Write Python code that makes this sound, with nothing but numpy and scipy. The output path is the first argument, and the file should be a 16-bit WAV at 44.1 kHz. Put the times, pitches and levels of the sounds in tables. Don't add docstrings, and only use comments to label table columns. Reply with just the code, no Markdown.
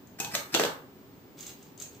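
import sys
import numpy as np
from scipy import signal
from scipy.fft import rfft, irfft
from scipy.io import wavfile
from scipy.ndimage import uniform_filter1d

SR = 44100
rng = np.random.default_rng(int(sys.argv[2]) if len(sys.argv) > 2 else 0)


def master(y):
    cut = np.clip(np.atleast_2d(y).T, -1, 1)
    pcm = np.round(cut * 32767)
    wavfile.write(sys.argv[1], SR, pcm.astype(np.int16))


N = 88200
BINS = np.fft.rfftfreq(4096, 1 / SR)
T = np.arange(SR // 2) / SR


def amp(db):
    return 10 ** (np.asarray(db) / 20)


def unit(x):
    return x / np.sqrt(np.sum(x ** 2) + 1e-20)


def read(points, hz):
    f, value = np.transpose(points)
    return np.interp(np.log(hz + 1), np.log(f + 1), value)


def add(mix, start_s, sound):
    part = mix[:, max(round(start_s * SR), 0):][:, :sound.shape[-1]]
    part += sound[..., :part.shape[1]]


def sides(pan_db):
    return amp([[pan_db / 2], [-pan_db / 2]])


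def minimum_phase(gain_db):
    cepstrum = irfft(np.log(amp(gain_db)))
    half = len(cepstrum) // 2
    cepstrum[1:half] *= 2
    cepstrum[half + 1:] = 0
    return irfft(np.exp(rfft(cepstrum)))


def colour(spectrum, tilt_db=0):
    octaves = np.log2(np.maximum(BINS, 500) / 500)
    return unit(minimum_phase(read(spectrum, BINS) + tilt_db * octaves))


def chatter(decay_s, body):
    fade = np.exp(-T[:len(body)] / decay_s)
    burst = rng.standard_normal(len(body)) * fade
    for _ in range(4):
        whitened = irfft(np.exp(1j * np.angle(rfft(burst))))
        burst = whitened * np.minimum(1, 2 * fade)
    return unit(signal.fftconvolve(burst, body))


def ring(modes):
    return unit(sum(amp(db - 60 * T / t60) * np.sin(2 * np.pi * (hz * T + rng.random()))
                    for hz, db, t60 in modes))


def friction(strokes, body, skew, slips_per_s, spread_db):
    out = np.zeros((2, N))
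    for start, length, db in strokes:
        slips = rng.standard_normal(len(T))
        slips *= amp(spread_db * np.minimum(rng.exponential(1, len(T)), 3))
        slips *= rng.random(len(T)) < slips_per_s / SR
        swell = np.sin(np.pi * np.minimum(T / length, 1) ** skew)
        stroke = unit(signal.fftconvolve(slips * swell, body))
        add(out, start, amp(db) * np.sqrt(length * SR) * stroke)
    return out


def diffuse(size):
    # (frequency [Hz], coherence [0 to 1])
    coherence = [(50, 0.67), (300, 0.9), (600, 0.63), (1200, 0), (3000, 0), (15000, 0)]
    left, independent = rfft(rng.standard_normal((2, size)))
    shared = np.clip(read(coherence, np.fft.rfftfreq(size, 1 / SR)), -1, 1)
    right = shared * left + np.sqrt(1 - shared ** 2) * independent
    return irfft(np.array([left, right]), size)


def room_noise():
    # (frequency [Hz], relative spectral density [dB])
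    spectrum = [(15, -76), (25, -24), (49, -18.5), (114, -3), (234, -4), (290, 0.5), (314, -10),
                (388, -1.5), (420, -8.5), (627, -15), (910, -16), (1320, -20.5), (2780, -26), (9470, -34),
                (14500, -37.5)]
    noise = irfft(rfft(diffuse(N)) * amp(read(spectrum, np.fft.rfftfreq(N, 1 / SR))), N)
    return amp(-49) * noise / noise.std()


def whine(pitch_hz=15429, waver_hz=3):
    waver = uniform_filter1d(rng.standard_normal(N), 2000)
    cycles = np.cumsum(pitch_hz + waver_hz * waver / waver.std()) / SR
    return amp(-64.5) * np.sqrt(2) * np.sin(2 * np.pi * cycles)


def room(x, tail_db, early_db, early_s=0.0038, build_s=0.0061):
    # (frequency [Hz], T60 [s])
    t60 = [(100, 0.56), (300, 0.26), (1000, 0.5), (3000, 0.32), (7000, 0.26), (15000, 0.39)]
    hz, t, spectra = signal.stft(diffuse(len(T)), SR, nperseg=256)
    decay = amp(-60 * t / read(t60, hz)[:, None])
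    tail = signal.istft(spectra * decay, SR, nperseg=256)[1][:, :len(T)]
    tail *= 1 - np.exp(-T / build_s)
    early = diffuse(len(T)) * T * np.exp(-2 * T / early_s)
    direct = T == 0
    paths = direct + np.sqrt(2) * (amp(tail_db) * unit(tail) + amp(early_db) * unit(early))
    power = uniform_filter1d(abs(rfft(paths)) ** 2, size=90, axis=1)
    equaliser = np.array([minimum_phase(-10 * np.log10(p / p.mean())) for p in power])
    response = irfft(rfft(paths) * rfft(equaliser))
    return signal.fftconvolve(x, response, axes=1)[:, :N]


def wrapper():
    # (time [s], duration [s], level [dB])
    rustles = [(1.365, 0.12, -52), (1.45, 0.083, -50.5), (1.53, 0.23, -65.5), (1.775, .11, -52.5),
               (1.89, 0.15, -64.5)]
    # (time [s], level [dB], left minus right [dB])
    snaps = [(0.072, -36, 10), (1.39, -30.5, 16), (1.4077, -19.5, -10.5), (1.428, -23, 9),
             (1.4665, -16.5, -4), (1.478, -26, 7), (1.627, -30, -1), (1.7768, -26, 8), (1.8002, -16.5, 9),
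             (1.8206, -22.5, -16), (1.8227, -13, -2), (1.873, -30, 3), (1.9485, -31, -1)]
    # (frequency [Hz], relative level [dB])
    rustle_spectrum = [(200, 0), (1000, -0.5), (2000, -3), (2800, 2.5), (4400, 0.5), (5400, -0.5),
                       (6500, 0), (8500, -3), (12000, -6.5), (15500, -1.5)]
    snap_spectrum = [(500, -30), (2500, -22), (4300, -11), (5600, -14.5), (6500, 7.5), (7000, -2.5),
                     (7550, 0), (8500, -7.5), (12000, -19.5), (15500, -18)]
    out = friction(rustles, colour(rustle_spectrum), skew=0.64, slips_per_s=1200, spread_db=3)
    film = colour(snap_spectrum)
    for start, db, pan_db in snaps:
        add(out, start, amp(db) * sides(pan_db) * chatter(decay_s=0.0024, body=film))
    return out


def hand_bumps():
    # (time [s], level [dB])
    bumps = [(.2, -18), (0.246, -18), (.335, -19), (.533, -14)]
    # (frequency [Hz], relative level [dB])
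    spectrum = [(25, -28), (75, 0), (160, 4.5), (260, -1.5), (500, -18), (2000, -61), (8000, -73)]
    out = np.zeros((2, N))
    for start, db in bumps:
        add(out, start, amp(db) * chatter(decay_s=0.0062, body=colour(spectrum)))
    return out


def table_knock(pitch_hz, peak_db=10, width_octaves=0.34):
    # (frequency [Hz], relative level [dB])
    spectrum = [(30, -35), (75, -5.5), (160, -4), (210, -6), (280, -3), (480, 0.5), (800, -0.5), (1300, -3),
                (2500, -16.5), (8000, -54.5)]
    peak = np.exp(-0.5 * (np.log2((BINS + 1) / pitch_hz) / width_octaves) ** 2)
    spot = unit(minimum_phase(read(spectrum, BINS) + peak_db * peak))
    return chatter(decay_s=0.000715, body=spot)


def steel_scrapes():
    # (time [s], duration [s], level [dB])
    slides = [(.184, 0.016, -44), (.305, 0.029, -44.5), (.329, 0.03, -34.5), (.358, 0.035, -49),
              (.43, 0.24, -57.5), (.518, 0.028, -40), (.59, 0.055, -39)]
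    # (frequency [Hz], relative level [dB])
    spectrum = [(100, -18), (550, -1.5), (900, -4), (1300, 3.5), (2300, 1.5), (3500, -9), (5000, 1),
                (6500, -8), (8300, -1), (12000, -11), (15500, -13)]
    return friction(slides, colour(spectrum), skew=1.2, slips_per_s=6000, spread_db=2)


def scissor_impacts():
    # (time [s], click level [dB], click tilt [dB/octave], clack level [dB],
    # knock level [dB], knock pitch [Hz], blade ring level [dB], left minus right [dB])
    contacts = [(0.2008, -5.5, 1.7, -31, -13, 800, -8.5, 6), (.2035, -8, 2.5, -14, -16.5, 830, -17.5, -6.5),
                (.2465, -11, 0, -15, -17.5, 820, -14.5, -2.5), (0.3508, -1.5, 0.2, -3, -10, 555, -26, -2),
                (.3530, -6.5, 1.5, -17, -15.5, 555, -28, 3.5), (0.5417, -11, -0.9, -8, -8.5, 305, -32, 15),
                (0.5473, -1.5, -1.5, -2, -1, 294, -19, -3), (0.549, -2, -1.3, 0.5, -1.5, 552, -32, -9),
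                (0.5641, -6, 16, -12, -9, 330, -19, 5), (0.5967, -3.5, -0.5, -4, 3.5, 458, -27, 1),
                (.6360, -10, 2, -2.5, -3, 500, -33, -1.5), (0.651, -8.5, -.7, -15, -6, 290, -23, -2)]
    # (frequency [Hz], relative level [dB])
    click_spectrum = [(100, -28), (500, -14), (1200, 3), (2500, 0), (3800, -2.5), (5000, 0), (6500, 8),
                      (7100, 2.5), (7700, 4), (8300, -0.5), (12000, -6), (15500, -6.5)]
    clack_spectrum = [(200, -26), (900, -10.5), (1400, -9), (2000, -5.5), (2900, 1.5), (3900, -1),
                      (4500, -5), (6000, -15), (15000, -27)]
    # (frequency [Hz], relative level [dB], T60 [s])
    blade_modes = [(830.5, -2.5, 0.22), (800, -3.5, 0.14), (926, -3, 0.21), (1290, -13, .12),
                   (1730, -20, .12), (2300, -2, 0.055), (2535, 5.5, 0.054), (2527, -10, 0.13),
                   (2690, -8, 0.05)]
    table_modes = [(160.9, -4.5, 0.37), (268, 1, 0.37), (290, -1, 0.56), (453.3, 0, 0.11),
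                   (529.4, -4.5, 0.13), (645, -5, 0.13), (828, -1, .18), (1534, 0.5, 0.14),
                   (1679, -8.5, 0.19)]
    blade_ring, table_ring = ring(blade_modes), ring(table_modes)
    out = np.zeros((2, N))
    for start, click_db, tilt_db, clack_db, knock_db, knock_hz, ring_db, pan_db in contacts:
        click = amp(click_db) * chatter(decay_s=0.00172, body=colour(click_spectrum, tilt_db))
        clack = amp(clack_db) * chatter(decay_s=0.0011, body=colour(clack_spectrum))
        knock = amp(knock_db) * table_knock(knock_hz)
        add(out, start, sides(pan_db) * (click + clack) + knock)
        add(out, start, amp(ring_db) * blade_ring + amp(knock_db - 5.5) * table_ring)
    return out


def scissors(lead_s=0.00008):
    left, right = steel_scrapes() + scissor_impacts() + hand_bumps()
    return np.array([left, np.roll(right, round(lead_s * SR))])


def scene():
    put_down = room(scissors(), tail_db=2, early_db=1)
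    picking = room(wrapper(), tail_db=2.5, early_db=1.5)
    return put_down + picking + room_noise() + whine()


def record(dry, cutoff_hz=15560):
    # (frequency [Hz], gain [dB])
    microphone = [(8300, -3.5), (8800, -10.5), (9700, -6.5), (10300, -16.5), (10900, -34), (11350, -18),
                  (11700, 0), (15000, -1.5)]
    heard = signal.fftconvolve(dry, minimum_phase(read(microphone, BINS))[None], axes=1)[:, :N]
    lowpass = signal.firwin(511, cutoff_hz, window=("kaiser", 9), fs=SR)
    return signal.oaconvolve(heard, lowpass[None], "same")


dry = scene()
out = record(dry)
master(out)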